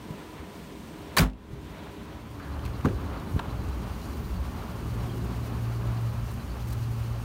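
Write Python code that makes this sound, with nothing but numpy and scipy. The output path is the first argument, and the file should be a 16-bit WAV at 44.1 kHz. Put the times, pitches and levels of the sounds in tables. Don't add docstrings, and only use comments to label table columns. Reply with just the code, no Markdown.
import sys
import numpy as np
from scipy import signal
from scipy.fft import rfft, irfft, next_fast_len
from scipy.io import wavfile
from scipy.ndimage import uniform_filter1d, minimum_filter1d

SR = 44100
rng = np.random.default_rng(int(sys.argv[2]) if len(sys.argv) > 2 else 0)


def how_loud(loudness_db):
    steps = np.asarray(loudness_db, float) / 20
    return 10 ** steps


def wav_record(signal):
    frames = np.transpose(np.atleast_2d(signal))
    bounded = np.clip(frames, -1, 1)
    quanta = np.round(bounded * 32767).astype(np.int16)
    wavfile.write(sys.argv[1], SR, quanta)


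N = 319284
TIME = np.arange(N) / SR
AFTER = np.arange(SR // 2) / SR

# (frequency [Hz], density [dB per Hz])
RUMBLE_SPECTRUM = [(12, -46), (20, -27), (42, -5), (59, 5), (97, -1), (124, -12), (140, -5.5), (180, -48),
                   (310, -120)]
GROWL_SPECTRUM = [(59, -27), (100, -5.5), (124, -8.5), (145, -4), (182, -2.5), (254, -6), (408, -11),
                  (520, -23), (680, -41), (1140, -120)]
TRAFFIC_FRONT = [(250, -39), (420, 0), (435, -3), (715, -3.5), (782, -8), (958, -4), (1100, -8),
                 (3500, -18), (4550, -25), (7700, -120)]
TRAFFIC_SIDE = [(250, -18), (420, 3.5), (463, -4.5), (553, 3.5), (615, 0.5), (1140, 1.5), (1950, -12),
                (3500, -17), (4550, -22.5), (7700, -120)]
HISS_FRONT = [(1290, -31), (2200, -5), (3430, -7), (5040, -9), (5940, -9.5), (7600, -13), (8250, -13),
              (8670, -12.5), (10300, -15), (14300, -15), (16000, -15.5)]
HISS_SIDE = [(1290, 1), (2200, 0), (2860, 1), (3630, -5.5), (4570, -2.5), (4920, -4.5), (7060, -6.5),
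             (7660, -11), (8670, -7), (10600, -10), (14400, -8), (15300, -10), (16000, -12.5)]
# (frequency [Hz], width [Hz], level over the growl [dB])
TONES_FRONT = [(151.7, 5.9, -14), (225.7, 4.9, -10.5), (309, 24, -7.5), (404, 2.2, -11.5), (993, 90, -14.5)]
TONES_SIDE = [(59.56, 3.6, 0), (74.86, 3, -4), (117.86, 5.8, -3.5), (183.2, 8.1, -10), (227, 2.3, -14.5),
              (425, 13, -21.5)]
# (time [s], level [dB])
PASSING = [(0, 1.5), (.74, -1), (1.0, 1), (2.06, 0), (2.5, -1), (3.3, 1), (4.4, 0.17), (5.3, 1.5),
           (6.2, -1.5), (7.24, -2)]
# (time [s], level [dB], length [s])
GUSTS = [(.3, -5, .5), (1.69, 2.5, .1), (2.9, 2, .15), (3.652, 2.5, .08), (3.8, -4, 0.1), (4.4, 2.5, 0.14),
         (4.96, 2.5, 0.16), (5.28, -3, 0.16), (6.9, 5.5, 0.17)]
# (time [s], level [dB])
DRONE = [(4.6, -57), (4.75, -47), (4.98, -31), (5.38, -34), (5.8, -30.5), (6.2, -30), (6.32, -38),
         (6.43, -50), (6.68, -32), (7.04, -29.5), (7.24, -36)]
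# (time [s], level [dB])
FAN = [(1.9, -67), (2.4, -47.5), (3.4, -51), (4.6, -67), (5.0, -66)]
# (frequency [Hz], width [Hz])
VALVE_RING = [(4040, 34), (4500, 250)]
# (time [s], signed height [1], frequency [Hz], t60 [s])
THUDS = [(.105, .06, 150, .05), (.395, .025, 75, .15), (1.505, .025, 60, .12), (1.53, .03, 130, .12),
         (3.055, -.06, 70, .15), (2.8488, .2, 300, .015), (2.8508, -.5, 200, .02), (2.8558, .3, 190, .03),
         (2.8682, .28, 230, .025), (2.86, -.05, 100, .15), (2.876, .06, 190, .12), (2.897, .07, 125, .15),
         (2.915, .07, 110, .15), (3.331, .04, 110, .06), (3.3395, .13, 115, .06), (3.348, .11, 75, .08),
         (3.3627, .62, 110, .014)]
# (time [s], peak level [dB], centre [Hz])
TICKS = [(1.299, -45, 3000), (1.333, -50, 2800), (2.398, -40, 1500), (2.593, -40, 2400), (2.652, -34, 1700),
         (2.661, -35, 2300), (2.677, -37, 1500), (2.81, -37, 2000), (2.849, -35, 3300), (2.8555, -38, 3000),
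         (2.885, -33, 1500), (3.06, -50, 4000), (3.199, -45, 4000), (3.3918, -31, 2000), (3.686, -43, 4000),
         (4.016, -44, 3500)]
# (time [s], peak level [dB], centre [Hz], width [Hz], t60 [s])
RINGS = [(2.397, -38, 1460, 680, 0.75), (2.847, -22, 1030, 300, 0.036), (2.856, -22, 407, 180, 0.11),
         (2.8556, -16.5, 1180, 650, 0.023), (2.861, -25, 330, 220, 0.4), (2.86, -35.5, 1300, 1200, .15),
         (2.855, -35, 700, 400, .1), (3.393, -22.5, 900, 500, .04), (3.393, -32, 2870, 500, 0.017),
         (3.3925, -36, 4030, 500, 0.022), (4.016, -49, 4050, 300, .15), (5.095, -46, 3180, 250, .12)]
# (time [s], level [dB], length [s])
RUSTLES = [(2.656, -47, .012), (2.856, -42, 0.0032), (3.33, -56, .15), (3.398, -48, .004),
           (5.247, -53, .015), (5.465, -52, 0.041), (5.63, -57, .05), (6.315, -50, .012), (6.34, -51, .012),
           (6.683, -48.5, .025), (6.707, -48, .012), (6.73, -43.5, 0.02), (6.833, -57, .03),
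           (6.92, -55, .04)]
# (time [s], rattle level [dB], rattle t60 [s], latch ring [Hz], ring level [dB])
SLAM = [(1.1673, -17.5, 0.08, 3800, -29), (1.172, -19, 0.041, 1720, -12.5), (1.175, -22, 0.03, 1150, -18),
        (1.1832, -13, 0.057, 4700, -11), (1.1835, -24, .05, 11600, -28), (1.189, -34, 0.054, 2290, -15),
        (1.194, -19.5, 0.078, 1190, -33), (1.208, -24, 0.06, 1150, -22), (1.219, -43, 0.13, 1250, -27),
        (1.234, -40, 0.07, 1000, -30), (1.256, -59, .1, 1600, -42)]
# (frequency [Hz], density [dB per Hz])
SHEET_SPECTRUM = [(150, -27), (250, -3), (336, -19), (407, -4.5), (802, -2), (1180, 1), (1980, -4),
                  (2240, -5), (3710, -7), (4570, -12), (5250, -11.5), (6470, -11), (16000, -11.5)]
# (time [s], signed strength [1])
BOOM_PUSH = [
    (1.1715, -.12),
    (1.1965, -1.0),
    (1.2535, -.08),
]
# (frequency [Hz], signed height [1], t60 [s], lag [s])
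HOOD_MODES = [(50.5, -.36, .24, .002), (94, .5, .11, -.0015), (156, .32, .16, .0002),
              (168, .32, .16, .0002), (205, .06, .3, .001), (255, .1, .35, .001), (375, .08, .15, .001),
              (425, .06, .12, .001)]

FRONT_DB, SIDE_DB = (-48.5, -45, -49, -57), (-37, -41.5, -44.5, -55.5)
SHUT_DB = (1, 0, 0, -1.5)
TURN_S, TURN_DB = (3.5, 4.06), (0, 0, -1, 2.5)
FOLLOWS = (0.61, 1.6, 0.81, 0.14)
DUCK_S, DUCK_ATTACK_S, DUCK_RELEASE_S = 1.298, .12, .42
DUCK_DB = (-4, -12, -15.5, -16)
SHUT_S = SLAM[0][0]
DISSOLVE_S = (2.06, 2.5)
ARRIVAL_S = (2.27, 2.58)
BAY_HISS = (8215, 180, -72.5)

FAN_HZ, DRONE_HZ = 283.3, 115.8
OCTAVE_DB, OCTAVE_WANDER_DB = -51, 4.0
WHINE_HZ, WHINE_FROM_S, WHINE_DB, WHINE_FADE_DB_PER_S = 14986, 2.3, -76, 2.5
WHINE_SWELL = (4.25, 14, .15)   # (time [s], level [dB], length [s])
VALVE_RATE_HZ, VALVE_FIRST_S, VALVE_DB = 9.3, 2.428, -62.5
TICK_WIDTH_SHARE, TICK_T60_S = 1.06, .022
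LATCH_WIDTH_HZ = 180
BODY_DB, BODY_T60_S = -18, 0.29
LIMIT = 0.29
PORT_NOTCH = (10500, 540, 0.29)
TOP_HZ = 15790


def rms_one(x):
    return x / np.sqrt(np.mean(x ** 2) + 1e-20)


def in_time(rows):
    s, *columns = np.transpose(rows)
    return [np.interp(TIME, s, c) for c in columns]


def drift(rate_hz):
    r = np.exp(-80 * np.pi * rate_hz / SR)
    noise = rng.standard_normal(N // 40 + 2002)
    slow = signal.lfilter([1], [1, -2 * r, r * r], noise)[2000:]
    return np.interp(np.arange(N) / 40, np.arange(len(slow)), rms_one(slow))


def bump(s, length_s):
    return np.exp(-((TIME - s) / length_s) ** 2)


def colour(x, spectrum):
    hz, level_db = np.transpose(spectrum)
    size = next_fast_len(len(x))
    log_hz = np.log(np.maximum(np.fft.rfftfreq(size, 1 / SR), 1))
    gain = how_loud(np.interp(log_hz, np.log(hz), level_db, -90))
    return rms_one(irfft(rfft(x, size) * gain, size)[:len(x)])


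def resonance(x, hz, width_hz):
    r = np.exp(-np.pi * width_hz / SR)
    zeros = np.array([1, 0, -1]) * (1 - r * r) / 2
    return signal.lfilter(zeros, [1, -2 * r * np.cos(2 * np.pi * hz / SR), r * r], x)


def narrow_noise(x, hz, width_hz):
    return rms_one(resonance(resonance(x, hz, width_hz), hz, width_hz))


def butter(x, order, hz, kind="low"):
    return signal.sosfilt(signal.butter(order, hz, kind, fs=SR, output="sos"), x)


def dying(t60_s):
    return how_loud(-60 * AFTER / t60_s)


def ringing(hz, t60_s):
    return dying(t60_s) * np.sin(2 * np.pi * hz * AFTER)


def add(out, s, sound):
    start = round(s * SR)
    out[start:start + len(sound)] += sound


def limited(x):
    gain = minimum_filter1d(LIMIT / np.maximum(np.abs(x), LIMIT), size=120)
    return x * uniform_filter1d(gain, size=120)


def layer_levels():
    rows = (FRONT_DB, SIDE_DB, SHUT_DB, TURN_DB, FOLLOWS, DUCK_DB)
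    front, side, shut, turn, follows, depth = (np.array(row)[:, None] for row in rows)
    front = front + shut * (TIME > SHUT_S)
    place = front + (side - front) * np.interp(TIME, ARRIVAL_S, [0, 1])
    place = place + turn * np.interp(TIME, TURN_S, [0, 1])
    duck = np.interp(TIME, [DUCK_S - DUCK_ATTACK_S, DUCK_S, DUCK_S + DUCK_RELEASE_S], [0, 1, 0]) ** 1.64
    levels = place + follows * in_time(PASSING)[0] + depth * duck
    levels[0] += sum(level_db * bump(s, length_s) for s, level_db, length_s in GUSTS)
    return levels


def lot():
    rumble_db, growl_db, traffic_db, hiss_db = layer_levels()
    side = np.sqrt(np.interp(TIME, DISSOLVE_S, [0, 1]))
    front = np.sqrt(1 - side ** 2)
    white = rng.standard_normal((6, N))
    rumble = how_loud(rumble_db + 1.2 * drift(1.9)) * colour(white[0], RUMBLE_SPECTRUM)
    traffic = front * colour(white[1], TRAFFIC_FRONT) + side * colour(white[2], TRAFFIC_SIDE)
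    traffic = how_loud(traffic_db + 1.27 * drift(5.7)) * traffic
    hiss = front * colour(white[3], HISS_FRONT) + side * colour(white[4], HISS_SIDE)
    hiss = how_loud(hiss_db + 0.96 * drift(16)) * hiss
    growl = how_loud(1.0 * drift(8.2)) * colour(white[5], GROWL_SPECTRUM)
    for share, tones in ((front, TONES_FRONT), (side, TONES_SIDE)):
        for hz, width_hz, level_db in tones:
            growl += share * how_loud(level_db) * narrow_noise(white[4], hz, width_hz)
    hz, width_hz, level_db = BAY_HISS
    bay = (TIME < SHUT_S) * how_loud(level_db) * narrow_noise(white[0], hz, width_hz)
    return bay + rumble + how_loud(growl_db) * growl + traffic + hiss


def motor():
    level_db, = in_time(DRONE)
    turn = 2 * np.pi * np.cumsum(DRONE_HZ + .6 * drift(4.0)) / SR
    on = np.clip((TIME - DRONE[0][0]) * 10, 0, 1)
    drone = how_loud(level_db + 1.3 * drift(6.0)) * np.sin(turn)
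    octave = how_loud(OCTAVE_DB + OCTAVE_WANDER_DB * drift(5.0)) * np.sin(2 * turn)
    fan_level = (TIME > FAN[0][0]) * how_loud(in_time(FAN)[0] + 1.5 * drift(5.9))
    fan = fan_level * np.sin(2 * np.pi * FAN_HZ * TIME)
    s, swell_db, length_s = WHINE_SWELL
    whine_db = WHINE_DB + swell_db * bump(s, length_s) - WHINE_FADE_DB_PER_S * np.abs(TIME - s)
    whine_phase = 2 * np.pi * np.cumsum(WHINE_HZ + 5.0 * drift(3)) / SR
    whine = (TIME > WHINE_FROM_S) * how_loud(whine_db + 3.5 * drift(6)) * np.sin(whine_phase)
    return np.sqrt(2) * (on * (drone + octave) + fan + whine)


def valves():
    turns = (TIME - VALVE_FIRST_S) * VALVE_RATE_HZ + .03 * drift(2.8)
    gate = (TIME > VALVE_FIRST_S - .03) * np.exp(-((turns + .5) % 1 - .5) ** 2 / 0.032)
    turn_number = np.clip(turns + .5, 0, 98).astype(int)
    out = 0
    for hz, width_hz in VALVE_RING:
        strength = how_loud(rng.normal(0, 1.8, 99))[turn_number]
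        out = out + strength * gate * rms_one(resonance(rng.standard_normal(N), hz, width_hz))
    return how_loud(VALVE_DB) * out


def door():
    out = np.zeros(N)
    for s, height, hz, t60_s in THUDS:
        add(out, s, butter(height * ringing(hz, t60_s), 2, 550))
    ticks = [(s, level_db, hz, TICK_WIDTH_SHARE * hz, TICK_T60_S) for s, level_db, hz in TICKS]
    for s, level_db, hz, width_hz, t60_s in RINGS + ticks:
        burst = rng.standard_normal(len(AFTER)) * dying(t60_s)
        edge = resonance(burst, hz, width_hz)
        click = resonance(edge, hz, width_hz) + 0.18 * edge
        add(out, s, how_loud(level_db) * click / np.abs(click).max())
    dry_noise = butter(rng.standard_normal(N), 1, 3500, "high")
    rubbing = sum(how_loud(level_db) * bump(s, length_s / 2) for s, level_db, length_s in RUSTLES)
    return out + dry_noise * rubbing


def hood():
    rattle, boom = np.zeros((2, N))
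    for s, level_db, t60_s, ring_hz, ring_db in SLAM:
        grit = rng.standard_normal(len(AFTER)) * how_loud(3.33 * rng.exponential(1, len(AFTER)))
        sheet = colour(grit, SHEET_SPECTRUM)
        low = butter(sheet, 1, 2500)
        add(rattle, s, how_loud(level_db) * (low * dying(2.22 * t60_s) + (sheet - low) * dying(t60_s)))
        latch = rms_one(resonance(grit, ring_hz, LATCH_WIDTH_HZ))
        add(rattle, s, how_loud(ring_db) * latch * dying(0.55 * t60_s))
    for s, push in BOOM_PUSH:
        for hz, height, t60_s, lag_s in HOOD_MODES:
            swell = np.tanh(AFTER * hz * 0.86)
            add(boom, s + lag_s, push * height * swell * ringing(hz, t60_s))
    body = rms_one(butter(rng.standard_normal(len(AFTER)), 2, [90, 650], "band"))
    add(boom, SHUT_S, how_loud(BODY_DB) * body * dying(BODY_T60_S) * np.tanh(AFTER / 0.03))
    boom = butter(boom, 1, 900)
    return limited(LIMIT * np.tanh(rattle / LIMIT) + boom)


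def scene():
    return (lot() + motor() + valves() + door() + hood())[None]


def top_cut(x):
    return signal.sosfilt(signal.butter(12, 16840, fs=SR, output="sos"), x)


def record(dry):
    mix = butter(dry, 3, 32, "high")
    hz, width_hz, share = PORT_NOTCH
    mix = mix - share * resonance(mix, hz, width_hz)
    mix = signal.sosfilt(signal.ellip(12, .3, 45, TOP_HZ, fs=SR, output="sos"), mix)
    return top_cut(mix)


dry = scene()
out = record(dry)
wav_record(out)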